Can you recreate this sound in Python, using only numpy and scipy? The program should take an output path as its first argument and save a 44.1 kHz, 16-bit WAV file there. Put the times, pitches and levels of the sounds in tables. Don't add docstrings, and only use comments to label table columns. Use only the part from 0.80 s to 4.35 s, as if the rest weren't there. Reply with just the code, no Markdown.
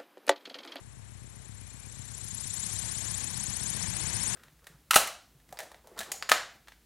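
import sys
import numpy as np
from scipy import signal
from scipy.fft import rfft, irfft
from scipy.io import wavfile

SR = 44100
rng = np.random.default_rng(int(sys.argv[2]) if len(sys.argv) > 2 else 0)


def boost_factor(decibels):
    exponent = np.asarray(decibels, float) / 20
    return 10 ** exponent


def master(y):
    cut = np.clip(np.atleast_2d(y).T, -1, 1)
    pcm = np.round(cut * 32767)
    wavfile.write(sys.argv[1], SR, pcm.astype(np.int16))


N = 156555
T = np.arange(N) / SR


def evened(x):
    return x / np.sqrt(np.mean(abs(x) ** 2) + 1e-20)


def curve(table, column):
    return np.interp(T, [row[0] for row in table], [row[column] for row in table])


def colour(points, dips=()):
    hz = np.fft.rfftfreq(N, 1 / SR)
    point_hz, point_db = np.transpose(points)
    shape_db = np.interp(np.log(hz + 1), np.log(point_hz + 1), point_db, -90, -90)
    for centre_hz, width_hz, depth_db in dips:
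        shape_db = shape_db + depth_db * np.exp(-.5 * ((hz - centre_hz) / width_hz) ** 2)
    return evened(irfft(rfft(rng.standard_normal(N)) * boost_factor(shape_db), N))


def wander(width_hz):
    r = np.exp(-np.pi * width_hz / SR)
    z = rng.standard_normal(N) + 1j * rng.standard_normal(N)
    return evened(signal.lfilter([1], [1, -2 * r, r * r], z))


# time_s, shaft_turns
SHAFT_TURNS = [(-.04, -1), (.022, 0), (.2075, 3), (.5787, 9), (.8915, 14), (1.144, 18), (1.3973, 22),
               (1.5021, 24), (1.8847, 30), (2.203, 35), (2.461, 39), (2.72, 43), (2.9857, 47), (3.253, 51),
               (3.4515, 54), (3.586, 56)]


def shaft():
    lost_at_s, lost_s = 1.4705, 1024 / 44100
    time_s, turns = np.transpose(SHAFT_TURNS)
    real_time_s = time_s + lost_s * (time_s > lost_at_s)
    return np.interp(T + lost_s * (T > lost_at_s), real_time_s, turns)


# time_s, nearness_db, blade_loading_db
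APPROACH = [(0.0, -65, -64.5), (1.06, -59, -52), (1.7, -52.5, -40), (1.85, -50, -37), (2.43, -47, -38.5),
            (2.46, -48, -40.5), (2.88, -47, -37.5), (3.0, -44, -39), (3.03, -44, -35), (3.04, -43, -38),
            (3.08, -45, -39), (3.55, -41.5, -36)]
# time_s, tip_speed_toward_listener_mach, whistle_pitch_factor
TURNING = [
    (0, .12, 1.02),
    (1.3, .14, 1.01),
    (2.1, .155, 1),
    (2.8, .2, .99),
    (3.4, .235, 1),
]
# place_turns, nose_on_db, side_on_db
CYLINDERS = [
    (0.419, -1.5, -1),
    (0.829, .5, -3),
    (1.331, -3, -6.5),
    (1.838, -6.5, -8.5),
]
# pitch_hz, width_hz, level_db
EXHAUST = [(64.9, 9.5, -1.5), (105.2, 17.5, 6), (125.5, 13.8, -2.5), (169, 22, -10), (203, 17.3, -8.5),
           (318, 87, -29.5)]
# pitch_hz, level_db_per_hz
RUMBLE = [(12, -39), (20, -37), (58, -2.5), (107, 10), (214, -7.5), (278, -26), (342, -13), (450, -43),
          (580, -63), (990, -120)]


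def engine(turns):
    spread_db, jitter_s = 1.6, .0007
    side_on = np.clip((curve(TURNING, 1) - .135) / .01, 0, 1)
    kicks = np.zeros(N)
    for place, nose_db, side_db in CYLINDERS:
        at = np.flatnonzero(np.diff(np.floor((turns - place) / 2)))
        luck = rng.standard_normal((len(at), 2))
        level_db = nose_db + (side_db - nose_db) * side_on[at] + spread_db * luck[:, 0]
        late = np.round(jitter_s * SR * luck[:, 1]).astype(int)
        kicks[np.clip(at + late, 0, N - 1)] += boost_factor(level_db)

    t = T[:SR // 4]
    ring = np.zeros(len(t))
    for hz, width_hz, db in EXHAUST:
        ring += boost_factor(db) * np.exp(-np.pi * width_hz * t) * np.sin(2 * np.pi * hz * t)
    low_cut = signal.butter(4, 50, "high", fs=SR, output="sos")
    thump = signal.sosfilt(low_cut, signal.oaconvolve(kicks, ring)[:N])

    both = boost_factor(-43) * evened(thump) + boost_factor(-47.5) * colour(RUMBLE)
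    near_db = curve(APPROACH, 1)
    return boost_factor(.55 * (near_db - near_db.mean())) * both


# blade_place_turns, rest_pitch_hz, level_db, beam_aim_turns, blur_hz
WHISTLES = [(0, 7387, 1.5, 0.24, 122), (0, 8290, -5, 0.04, 300), (0, 6340, -17, 0.14, 298),
            (0, 3742, -10, 0.28, 151), (0, 11370, -12, 0.53, 200), (.5, 10110, -1, 0.27, 154),
            (.5, 9380, -8, 0.11, 250), (.5, 6640, -2.5, 0.16, 150), (.5, 5546, -7.5, 0.19, 400)]
# time_s, depth_db
BEAM = [
    (0, 28),
    (1.3, 35),
    (2.3, 21),
    (2.9, 18),
    (3.3, 13),
    (3.55, 9.5),
]
# pitch_hz, level_db
SHEEN = [(3000, -2.5), (6000, -5), (7300, .5), (8500, -1.5), (9200, 3.5), (10200, 3.5), (11400, -5.5),
         (12300, -18)]
# pitch_hz, level_db_per_hz
SWISH = [(1760, -24), (3000, -9), (4240, -3.5), (4810, -6.5), (7170, 1.5), (10300, -3), (11400, -4),
         (11800, -8), (12500, -68), (16200, -102), (22000, -120)]


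def propeller(turns):
    purity = .72
    flicker_db, flicker_hz = 2.2, 110
    mach, pitch_factor = curve(TURNING, 1), curve(TURNING, 2)
    beam_depth_db = curve(BEAM, 1)
    sheen_hz, sheen_db = np.transpose(SHEEN)
    tones = np.zeros(N)
    for place, rest_hz, level_db, aim, blur_hz in WHISTLES:
        angle = 2 * np.pi * (turns - place)
        heard_hz = np.minimum(rest_hz * pitch_factor / (1 + mach * np.cos(angle)), SR / 2)
        beam_db = -beam_depth_db * (1 - np.cos(angle - 2 * np.pi * aim)) / 2
        tint_db = np.interp(heard_hz, sheen_hz, sheen_db)
        flicker = flicker_db * wander(flicker_hz).real
        blurred = purity + (1 - purity) * wander(blur_hz)
        shape = blurred * boost_factor(level_db + beam_db + tint_db + flicker)
        tones += (shape * np.exp(2j * np.pi * np.cumsum(heard_hz) / SR)).real

    swish_db = -.5 + 2.2 * np.cos(4 * np.pi * (turns - .2))
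    swish = colour(SWISH) * boost_factor(swish_db)
    return boost_factor(curve(APPROACH, 2)) * (boost_factor(10.5) * tones + swish)


# pitch_hz, level_db_per_hz
ROAR = [(150, 9), (250, -4), (564, -8), (1060, -7), (1300, -11), (1680, -5.5), (2720, -8.5), (3880, -11),
        (5200, -8), (6760, -17), (11400, -120)]
# pitch_hz, width_hz, depth_db
GROUND_DIPS = [(500, 132, -5), (1290, 56, -1.5), (2730, 75, -3), (4860, 200, -11.5)]


def slipstream(turns):
    gusts_db = .5 * wander(45).real
    beat_db = 1.2 * np.cos(4 * np.pi * (turns - .3))
    return colour(ROAR, GROUND_DIPS) * boost_factor(6 + curve(APPROACH, 1) + gusts_db + beat_db)


# pitch_hz, level_db_per_hz
FIELD = [(120, -31), (200, -10), (342, -7), (1860, -12), (2030, -12), (4910, -26.5), (7690, -10.5),
         (11700, -17), (12500, -24), (16200, -71), (22000, -120)]


def field():
    return boost_factor(-56) * colour(FIELD)


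def whine():
    pitch_hz = 1925 + 15 * wander(7).real
    return boost_factor(-78) * np.sin(2 * np.pi * np.cumsum(pitch_hz) / SR)


# middle_s, level_db
TRILL = [(.83, -65), (.872, -69), (.916, -67), (.958, -74), (1.003, -67), (1.05, -63), (1.187, -69)]


def cricket():
    note_s, middle_hz, rise_hz = .034, 2406, 224
    out = np.zeros(N)
    for middle_s, level_db in TRILL:
        u = np.clip((T - middle_s) / note_s, -.5, .5)
        phase = 2 * np.pi * note_s * u * (middle_hz + rise_hz * u / 2)
        out += boost_factor(level_db + 10.5) * np.cos(np.pi * u) * np.sin(phase)
    return out


def scene():
    turns = shaft()
    left = engine(turns) + propeller(turns) + slipstream(turns) + field() + cricket()
    return np.array([left, whine()])


def band_limit(x):
    return signal.sosfilt(signal.butter(12, 12640, fs=SR, output="sos"), x)


def record(dry):
    treble_cut = signal.butter(8, 11500, fs=SR, output="sos")
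    taped = signal.sosfilt(treble_cut, dry) + [[.0011], [-.0016]]
    return band_limit(taped)


dry = scene()
out = record(dry)
master(out)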